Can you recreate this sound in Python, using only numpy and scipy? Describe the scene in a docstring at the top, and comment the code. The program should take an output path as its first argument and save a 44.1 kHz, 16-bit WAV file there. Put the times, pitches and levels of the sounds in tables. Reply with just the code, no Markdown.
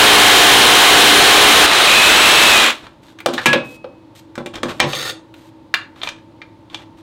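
"""A jigsaw cuts a board close to an overloaded microphone in a small workshop, then runs down; at 1.662 s its
speed and level step down suddenly. Its sound is noise shaped by the blade strokes, plus motor tones locked to
them and a blade squeal. The saw is put aside, the board knocks on a metal saw table, and a bar clamp is
released, drawn out of the table and handled: bursts of dying modes, held steel tones and noisy rubs. Room air
and the hum of a machine, made of noise through resonances and one tone, lie behind."""
import sys
import numpy as np
from scipy import signal
from scipy.fft import rfft, irfft, next_fast_len
from scipy.io import wavfile

SR = 44100
rng = np.random.default_rng(int(sys.argv[2]) if len(sys.argv) > 2 else 0)


def persist_wave(psi):
    """Save psi, clipped to +-1, as 16-bit WAV."""
    counts = np.round(np.clip(psi, -1, 1) * 32767).astype(np.int16)
    wavfile.write(sys.argv[1], SR, np.atleast_2d(counts).T)


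N = 309572
T = np.arange(N) / SR  # time of every sample, in seconds

# how fast the blade moves before it runs down; the speed steps suddenly at 1.662 s: # time_s, strokes_per_s
STROKE_SPEED = [(0, 59.55), (1.55, 59.55), (1.66, 60), (1.664, 55.9), (1.86, 57.4), (1.88, 46.9),
                (2.1, 50.1), (2.38, 51.1), (2.5, 49.9), (2.6, 47), (2.7, 46.7)]
# sound of the cut, as a spectrum: pitch_hz, relative level_db (per Hz)
CUT_SPECTRUM = [(20, -20), (150, -32.5), (260, -9.5), (340, -2.5), (620, -1.5), (1100, 2.5), (2200, 1),
                (3200, 2.5), (3950, 1.5), (4700, -8.5), (8000, -14.5), (11000, -22), (16000, -27)]
STOP_S = 2.7056  # the cut ends and the motor starts to run down
COAST_S = 0.25  # time for the coasting motor to fall to 37 % of its speed
WHINE_ORDER = 156  # motor whine, in cycles per blade stroke


def jigsaw(rasp_db=-1, rattle_db=-12, buzz_db=6.0, pump=0.15):
    """Teeth rasp on every stroke, the gear train buzzes and rattles, the motor whines, the blade squeals."""
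    speed = curve(STROKE_SPEED) * np.exp(-since(STOP_S) / COAST_S)
    strokes = np.cumsum(speed * (1 + 0.0011 * drift(14))) / SR
    turn = 2 * np.pi * strokes  # one full circle per stroke
    effort_db, gear_db = saw_effort()

    teeth = 1 + pump * np.cos(turn) + 0.21 * np.cos(2 * turn)
    teeth = teeth * amp(0.64 * drift(30))
    rasp = colour(teeth * rng.standard_normal(N), CUT_SPECTRUM)

    body = amp(rasp_db) * rasp
    body += amp(rattle_db) * gear_rattle(strokes)
    body += amp(buzz_db + gear_db) * gear_buzz(turn)
    return amp(effort_db) * (body + blade_squeal(teeth, turn, speed) + motor_whine(turn))


def gear_rattle(strokes):
    """The mechanism repeats the same pattern of small impacts on every stroke."""
    pattern = rng.standard_normal(700)
    impacts = np.interp(strokes % 1, np.linspace(0, 1, len(pattern)), pattern)
    rattle = colour(impacts, CUT_SPECTRUM)
    # small parts rattle high
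    return signal.sosfilt(signal.butter(4, 1200, "high", fs=SR, output="sos"), rattle)


# strong multiples of the stroke rate; the motor turns 6.5 times a stroke:
# multiple (times the stroke rate), relative level_db
BUZZ_ORDERS = [(4, -31), (5, -22), (6, -33), (6.5, -23), (7, -23.2), (8, -25.5), (9, -31), (12, -17.7),
               (13, -20.5), (14, -24.5), (15, -28), (17, -27), (18, -24), (20, -27), (25, -26), (26, -23.5),
               (28, -25.5), (30, -27), (34, -26.5), (36, -24.5), (40, -27.5), (49, -26), (52, -28),
               (53, -20), (62, -28), (70, -29), (72, -27)]


def gear_buzz(turn):
    """Turning parts sound at multiples of the stroke rate, each wavering in strength."""
    waver = 0.18 * drift(6)
    buzz = np.zeros(N)
    for multiple, level_db in BUZZ_ORDERS:
        strength = 1 + np.roll(waver, rng.integers(N))
        buzz += amp(level_db) * strength * np.cos(multiple * turn + 2 * np.pi * rng.random())
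    return buzz


def motor_whine(turn, whine_db=-19.5):
    """A high tone follows the motor speed, unsteady in level and phase."""
    return amp(whine_db + 2 * drift(40)) * np.cos(WHINE_ORDER * turn + 0.3 * drift(120))


# the blade squeals when a third of the motor whine meets its resonance
SQUEAL_HZ, SQUEAL_WIDTH_HZ, SQUEAL_DB = 2510, 210, -5


def blade_squeal(teeth, turn, speed, tone_db=0.0, blade_db=-5.5, blade_hz=2540, blade_width_hz=260):
    """As the motor slows, a tone at a third of the whine falls into the blade's resonance and sings out."""
    tone = teeth * np.cos(WHINE_ORDER / 3 * turn + 0.25 * drift(60))
    blade = resonate(teeth * rng.standard_normal(N), blade_hz, blade_width_hz)
    blade = resonate(blade, blade_hz, blade_width_hz)
    mistuning_hz = WHINE_ORDER / 3 * speed - SQUEAL_HZ
    response = amp(SQUEAL_DB) / np.hypot(1, 2 * mistuning_hz / SQUEAL_WIDTH_HZ)
    return response * (amp(tone_db) * tone + amp(blade_db) * blade)


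# parts of the sawing, the second beginning with a sudden step: start_s, level_db, # soft_start_db (how much
# softer the part starts), gear_buzz_db (added to the buzz)
SAWING = [(0, -2, 0, 0.5), (1.662, -4, 7, -8)]
BITE_S = 0.13  # time constant of biting in
EASE_DB, EASE_S = 10.5, 0.056  # the push eases just before the cut ends
FREE_DB, FREE_S = 18.5, 0.036  # then the blade comes free
COAST_DB_PER_S = 122  # and the motor coasts down


def saw_effort():
    """Levels of the saw and of its gear buzz in dB: it bites in, holds, eases off, comes free and coasts."""
    level_db, gear_db = np.zeros((2, N))
    for start_s, cut_db, soft_start_db, buzz_db in SAWING:
        biting_db = cut_db - soft_start_db * np.exp(-since(start_s) / BITE_S)
        level_db = np.where(T >= start_s, biting_db, level_db)
        gear_db = np.where(T >= start_s, buzz_db, gear_db)
    easing_db = EASE_DB * np.exp(np.minimum(T - STOP_S, 0) / EASE_S)
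    freeing_db = FREE_DB * (1 - np.exp(-since(STOP_S) / FREE_S))
    coasting_db = COAST_DB_PER_S * since(STOP_S)
    return level_db - easing_db - freeing_db - coasting_db, gear_db


# knocks of board and table, and the clamp bar catching as it is drawn (the last row), levels relative:
# time_s, thud_db, thud_centre_hz, clack_db, clack_centre_hz,
# tick_db, tick_tilt_db (per octave), clack_t60_s (time to die by 60 dB)
BLOWS = [(3.2601, -13.5, 580, -7, 880, -10.5, -1, 0.026), (3.336, -25.5, 280, -21.5, 3400, -27, 1.5, 0.084),
         (3.379, -35, 500, -16, 1680, -37, -3, 0.1), (3.4577, -12.5, 270, -0.5, 2420, -12, 3, .069),
         (3.53, -12.5, 466, -6, 2400, -24, 2.5, 0.073), (3.843, -27.5, 497, -35.5, 1390, -60, -3, 0.052),
         (4.378, -24, 316, -28.5, 1510, -42, 1, .089), (4.46, -27, 298, -25.5, 2630, -32, 1, 0.054),
         (4.6312, -19, 290, -14, 1460, -20.5, -3.5, 0.039), (4.801, -17.5, 925, 0, 2300, -6, -11, .027),
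         (4.84, -20, 140, -20, 1000, -48, 0, 0.074), (4.932, -28, 540, -15.5, 3000, -20, -11, 0.035)]
# a heavy blow drops back once, softer and duller, usually lower
HEAVY_DB = -25  # a louder thud than this counts as heavy
REBOUND_S, REBOUND_T60_S = 0.024, 0.09
REBOUND_HZ, REBOUND_PITCH_SHARE = 135, 0.22  # its centre: a base plus a share of the blow's own
REBOUND_THUD_DB, REBOUND_CLACK_DB, REBOUND_TICK_DB = -4.5, -16.5, -29


def knocks():
    """Board and table knock and the drawn bar catches; each heavy blow is followed by its rebound."""
    out = np.zeros(N)
    for time_s, thud_db, thud_hz, clack_db, clack_hz, tick_db, tilt_db, t60_s in BLOWS:
        add(out, time_s, knock(thud_db, thud_hz, clack_db, clack_hz, tick_db, tilt_db, t60_s))
        if thud_db > HEAVY_DB:
            rebound_hz = REBOUND_HZ + REBOUND_PITCH_SHARE * thud_hz
            rebound = knock(thud_db + REBOUND_THUD_DB, rebound_hz, clack_db + REBOUND_CLACK_DB, clack_hz,
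                            tick_db + REBOUND_TICK_DB, tilt_db, REBOUND_T60_S)
            add(out, time_s + REBOUND_S, rebound)
    return out


# ways the metal table vibrates: pitch_hz, relative level_db, t60_s
TABLE_MODES = [(119.9, -22, 1), (144.5, -5.5, 0.27), (187, -3, 0.089), (247, -3.5, 0.14), (287.5, 0, 0.11),
               (345.7, 3, 0.094), (421, -7.5, 0.2), (459, -13, 0.27), (499.5, 6, 0.11), (560.4, 5.5, 0.13),
               (608, 0.5, 0.087), (682, -3.5, 0.13), (780, 0, 0.17), (844, -3.5, 0.12), (1004, 0.5, 0.11),
               (1115, -1, 0.23)]


def knock(thud_db, thud_hz, *contact):
    """One blow: the table thuds under a hard contact."""
    sound = amp(thud_db + 6) * ring(TABLE_MODES, thud_hz, focus_db=12.0, attack_s=0.0004)
    add(sound, 0, click(*contact))
    return sound


# small hard clicks: the saw running down (first row), the first contact of a blow (4.7966 s),
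# plastic parts snapping; levels relative: time_s, clack_db, centre_hz, tick_db, tick_tilt_db (per octave)
SMALL_CLICKS = [(2.867, -34.5, 1370, -54, -2), (3.083, -45, 1000, -62, 0), (3.187, -34, 2500, -44, 2),
                (3.203, -28, 2370, -33, 12), (4.354, -31, 1530, -35, -3), (4.54, -32, 3000, -39, 0),
                (4.555, -27, 3500, -26.5, -7), (4.7966, -21, 2300, -34, -4), (5.34, -40, 2620, -47, 9),
                (5.7403, -3, 1690, -20, 9), (5.744, -7, 2850, -18, 6), (5.96, -44, 1090, -62, -1),
                (6.0163, -25, 3300, -56, -5), (6.033, -16.5, 3420, -24, -11), (6.073, -17, 2550, -37, -5),
                (6.089, -19, 2820, -22, -7), (6.417, -27.5, 1940, -64, -5), (6.699, -41.5, 3260, -54, -3),
                (6.745, -19, 3360, -26, -8)]
# the harder the click, the drier: t60 at 0 dB, and the drop in level that doubles it
CLICK_T60_S, CLICK_DOUBLING_DB = 0.015, 21
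# a firm click shakes a loose part, which rattles a moment later
FIRM_DB = -23  # a louder clack than this counts as firm
RATTLE_DELAY_S, RATTLE_SPREAD_S = 0.035, 0.08
RATTLE_DB, RATTLE_HZ, RATTLE_T60_S = -42.5, 1990, 0.031


def small_clicks():
    """Small hard parts click; each firm click is followed by the rattle of a loose part."""
    out = np.zeros(N)
    for time_s, clack_db, centre_hz, tick_db, tilt_db in SMALL_CLICKS:
        t60_s = CLICK_T60_S * 2 ** (-clack_db / CLICK_DOUBLING_DB)
        add(out, time_s, click(clack_db, centre_hz, tick_db, tilt_db, t60_s))
        if clack_db > FIRM_DB:
            rattle_s = time_s + RATTLE_DELAY_S + RATTLE_SPREAD_S * rng.random()
            add(out, rattle_s, amp(RATTLE_DB) * burst(CLACK_SPECTRUM, RATTLE_T60_S, RATTLE_HZ, ring_db=7.5))
    return out


# ways the clamp vibrates: pitch_hz, relative level_db, t60_s
CLAMP_MODES = [(1224, 9, 0.03), (1450, -25, .04), (1940, 0.5, 0.023), (2365, 10.5, 0.042),
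               (2405, -6, 0.021), (3210, -12, 0.033), (3193, 0.5, 0.042), (3587, 5, 0.065),
               (4170, 4, 0.044), (4580, -5.5, 0.055)]
# dense clack of a hard contact: pitch_hz, relative level_db (per Hz)
CLACK_SPECTRUM = [(100, -23.5), (400, -9.5), (900, 1), (1600, 1.5), (2500, -4.5), (3800, 0), (5000, -14),
                  (8000, -31), (16000, -49)]
# short bright tick of a hard contact: pitch_hz, relative level_db (per Hz)
TICK_SPECTRUM = [(100, -53), (2500, -23.5), (5500, -1), (8000, -5), (11000, -15.5), (16000, -16.5)]


def click(clack_db, centre_hz, tick_db, tick_tilt_db, t60_s):
    """A hard contact: the clamp's own modes, a dense clack and a shorter bright tick."""
    sound = amp(clack_db - 4) * ring(CLAMP_MODES, centre_hz, focus_db=9, attack_s=0.0004)
    add(sound, 0, amp(clack_db + 1.0) * burst(CLACK_SPECTRUM, t60_s, centre_hz, ring_db=7.5))
    add(sound, 0, amp(tick_db - 2.5) * burst(TICK_SPECTRUM, t60_s * 0.85, tilt_db=tick_tilt_db))
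    return sound


def burst(points, t60_s, centre_hz=1000, ring_db=0, tilt_db=0):
    """A crowd of short-lived modes with a given spectrum, lifted round one centre by ring_db."""
    t = np.arange(SR // 4) / SR
    hz = np.fft.rfftfreq(len(t), 1 / SR)
    lift_db = ring_db * bump(hz, centre_hz, 0.28)
    slope_db = tilt_db * np.log2(np.maximum(hz, 4000))  # tilts only above 4000 Hz
    shape = amp(read(points, hz) + lift_db + slope_db)
    modes = unit(irfft(shape * np.exp(2j * np.pi * rng.random(len(hz))), len(t)))
    return modes * amp(-60 * t / t60_s) * (1 - np.exp(-t / 0.00042))


def ring(modes, centre_hz, focus_db, attack_s):
    """A struck body; the place of the blow decides which of its modes speak."""
    t = np.arange(SR // 2) / SR
    hz, mode_db, t60_s = np.transpose(modes)[:, :, None]
    size = amp(mode_db + focus_db * bump(hz, centre_hz, 0.46))
    waves = size * amp(-60 * t / t60_s) * np.sin(2 * np.pi * (hz * t + rng.random(hz.shape)))
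    return waves.sum(0) / np.linalg.norm(size) * (1 - np.exp(-t / attack_s))


# clamp bar and table singing after the heaviest blows: start_s, pitch_hz, level_db, held_s, t60_s
STEEL_TONES = [(3.46, 1675, -11.5, .07, .19), (3.46, 2558, -26, .09, .72), (3.53, 545, -21, .035, .2),
               (3.29, 255, -27, .06, .2)]


def steel():
    """Clear tones, held while the parts stay in contact and then dying away."""
    out, t = np.zeros(N), np.arange(SR) / SR
    for start_s, hz, db, held_s, t60_s in STEEL_TONES:
        level_db = db - 60 * np.maximum(t - held_s, 0) / t60_s
        add(out, start_s, amp(level_db) * np.sin(2 * np.pi * hz * t) * (1 - np.exp(-t / 0.007)))
    return out


def friction(grain_db=2.5):
    """Tiny slips, a noise of uneven strength, drive both the soft rubs and the scraping bar."""
    slips = rng.standard_normal(N) * amp(grain_db * drift(270))
    return soft_rubs(slips) + drawn_bar(slips)


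# soft rubs and slides; the first is the coasting saw mechanism rattling:
# start_s, end_s, level_db, tilt_db (per octave)
SOFT_RUBS = [(2.822, 2.88, -39.5, -4), (3.012, 3.146, -53.5, 1), (3.31, 3.48, -35.5, -1),
             (3.63, 3.778, -50, 4.5), (4.147, 4.207, -47, 3), (4.529, 4.596, -33, -5),
             (4.64, 4.811, -50, 1), (4.68, 4.727, -28, -3), (5.34, 5.513, -56, 2),
             (5.945, 6.137, -46.5, -2), (6.023, 6.091, -35, -1.5), (6.697, 6.847, -46, -3),
             (6.967, 7.026, -55.5, 0.5)]
# sound of sliding, as a spectrum: pitch_hz, relative level_db (per Hz)
RUB_SPECTRUM = [(100, -6), (500, -5), (1400, -1), (2500, -2.5), (3700, -1), (5200, -11), (8500, -14.5),
                (11200, -23.5), (12800, -18.5), (14500, -25), (16000, -36)]


def soft_rubs(slips):
    """Soft rubs and slides: short stretches of the slips, coloured and faded in and out."""
    out = np.zeros(N)
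    for start_s, end_s, level_db, tilt_db in SOFT_RUBS:
        length = max(round((end_s - start_s) * SR), 64)
        part = slips[round(start_s * SR):][:length]
        rub = colour(part, RUB_SPECTRUM, tilt_db) * signal.windows.tukey(len(part), 0.35)
        add(out, start_s, amp(level_db) * rub)
    return out


# ways the steel clamp bar vibrates: pitch_hz, relative level_db,
# t60_s (of the free bar; contact with the table damps it further)
BAR_MODES = [(527, -5, .4), (1440, -4, .2), (1840, -2, 0.22), (3610, 2, .15), (3900, -2, .15),
             (4500, 1.5, .3), (5130, -9, .5), (6380, -4, .2), (8200, -18, .3), (9100, -25, .15)]
# the clamp bar is drawn through the table: it gathers speed, then slips out
DRAW_START_S, DRAW_END_S, DRAW_RISE_S = 4.855, 5.105, 0.064
DRAW_DB, DRAW_RELEASE_DB_PER_S = -25.5, 900


def drawn_bar(slips, ring_db=-3, scrape_db=-4, chatter_db=1.5, contact_width_hz=70):
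    """The steel bar scrapes along the table edge, shaking its own modes and the table top's dense ones."""
    # the bar catches and jumps
    catches = slips * amp(chatter_db * drift(90.3))
    bar = np.zeros(N)
    for hz, level_db, t60_s in BAR_MODES:
        bar += amp(level_db) * resonate(catches, hz, 2.2 / t60_s + contact_width_hz)
    top = np.zeros(N)
    for hz in np.linspace(500, 15500, 50) + rng.uniform(-150, 150, 50):
        top += resonate(catches, hz, 110)
    rise = 1 - np.exp(-since(DRAW_START_S) / DRAW_RISE_S)
    draw = rise * amp(DRAW_DB - DRAW_RELEASE_DB_PER_S * since(DRAW_END_S))
    return draw * (amp(scrape_db) * colour(top, RUB_SPECTRUM) + amp(ring_db) * unit(bar))


# how long the workshop echoes: pitch_hz, t60_s
ROOM_DECAY = [(100, 0.67), (500, 0.41), (2000, 0.29), (4500, 0.25), (9000, .25), (16000, 0.064)]


def room(x):
    """Dense reflections of a small workshop, each band dying at its own speed."""
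    times = np.arange(SR) / SR
    # sparse random echoes, none in the first 5 ms
    taps = rng.standard_normal(SR) * (rng.random(SR) < 0.08) * (times > 0.005)
    hz, t, bands = signal.stft(taps, SR, nperseg=256)
    decay = amp(-60 * t / read(ROOM_DECAY, hz)[:, None])
    tail = signal.istft(bands * decay, SR, nperseg=256)[1]
    return signal.fftconvolve(x, tail / np.linalg.norm(tail))[:N]


# noise bands of the background machine: pitch_hz, width_hz (of each of two filter passes), relative level_db
HUM_BANDS = [(108, 24, -56), (290, 27, -58.5), (324.6, 28, -55.5), (555, 40, -68), (900, 70, -58)]
# level at which hum and tone are heard; it creeps up after the loud saw: time_s, level_db (added to both)
HEARD_HUM_LEVEL = [(2.9, -4), (4, 1), (4.5, 2.5), (7, 1.5)]
# room air, as a spectrum: pitch_hz, relative level_db (per Hz)
AIR_SPECTRUM = [(25, -23), (60, -11.5), (115, -7.5), (210, -11.5), (320, -4), (420, -19), (570, -12),
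                (700, -23), (900, -17), (1450, -28), (2500, -33), (3900, -33), (5500, -42.5), (16000, -57)]
AIR_DB = -47


def background(tone_hz=323, tone_db=-51):
    """Room air as coloured noise, and the wavering hum of a machine as narrow noise bands and a tone."""
    hum = np.zeros(N)
    for hz, width_hz, level_db in HUM_BANDS:
        band = resonate(rng.standard_normal(N), hz, width_hz)
        hum += amp(level_db) * resonate(band, hz, width_hz)
    wavering_phase = 2 * np.pi * tone_hz * T + 0.65 * drift(4)
    tone = amp(tone_db + 3 + 2 * drift(5)) * np.sin(wavering_phase)
    air = amp(AIR_DB) * colour(rng.standard_normal(N), AIR_SPECTRUM)
    return amp(curve(HEARD_HUM_LEVEL)) * (hum + tone) + air


def amp(db):
    """Decibels to gain."""
    return 10 ** (np.asarray(db) / 20)


def unit(x):
    """Scales to an rms (average strength) of 1."""
    return x / np.sqrt(np.mean(x ** 2) + 1e-20)


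def curve(rows):
    """A time table at every sample, in straight lines between its rows."""
    return np.interp(T, *np.transpose(rows))


def since(s):
    """Seconds since time s at every sample, 0 before it."""
    return np.maximum(T - s, 0)


def read(points, hz):
    """A spectrum table on a log-frequency axis."""
    f, value = np.transpose(points)
    return np.interp(np.log(hz + 1), np.log(f + 1), value)


def add(mix, s, sound):
    """Mixes a sound in at time s, in seconds."""
    part = mix[max(round(s * SR), 0):][:len(sound)]
    part += sound[:len(part)]


def colour(x, points, tilt_db=0):
    """Filters x by a spectrum, tilted by dB per octave above 300 Hz; rms 1."""
    size = next_fast_len(len(x), real=True)
    hz = np.fft.rfftfreq(size, 1 / SR)
    gain = amp(read(points, hz) + tilt_db * np.log2(np.maximum(hz, 300)))
    return unit(irfft(rfft(x, size) * gain, size)[:len(x)])


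def resonate(x, hz, width_hz):
    """A resonance of the given centre and width; rms 1."""
    pole = np.exp((2j * np.pi * hz - np.pi * width_hz) / SR)
    return unit(signal.lfilter([1], [1, -pole], x).real)


def drift(hz):
    """Slow chance of rms 1 that changes about hz times a second."""
    size = next_fast_len(N, real=True)
    smoothing = np.exp(-(np.fft.rfftfreq(size, 1 / SR) / hz) ** 2)
    return unit(irfft(rfft(rng.standard_normal(size)) * smoothing, size)[:N])


def bump(hz, centre_hz, octaves):
    """A bell on the log-frequency axis, 1 at its centre."""
    return np.exp(-0.5 * (np.log2((hz + 1) / centre_hz) / octaves) ** 2)


def scene(room_db=-10, saw_room_db=-19):
    """Everything reaches one microphone, heard in both ears; the saw is close and so nearly dry."""
    saw = jigsaw()
    handling = knocks() + small_clicks() + friction()
    echoes = room(amp(room_db) * handling + amp(saw_room_db) * saw)
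    mono = saw + handling + steel() + echoes + background()
    return np.array([mono, mono])


EDGE_HZ = 15900  # upper edge of the microphone channel


def record(dry, ceiling=0.94, sag=0.44, knee=5):
    """The input clips; its ceiling sinks under a sustained overload. Then the band limits."""
    smoother = [1 - np.exp(-1 / (0.03 * SR))], [1, -np.exp(-1 / (0.037 * SR))]
    # one mirrored second in front lets the smoother settle before the start
    power = signal.lfilter(*smoother, np.pad(dry[0] ** 2, (SR, 0), "reflect"))[SR:]
    limit = ceiling - sag * np.tanh(power / 0.09)
    clipped = dry / (1 + abs(dry / limit) ** knee) ** (1 / knee)
    clipped = signal.lfilter(*signal.butter(1, 35, "high", fs=SR), clipped)
    lowpass = signal.firwin(401, EDGE_HZ, window=("kaiser", 8), fs=SR)
    return signal.oaconvolve(clipped, lowpass[None], "same")


dry = scene()
out = record(dry)
persist_wave(out)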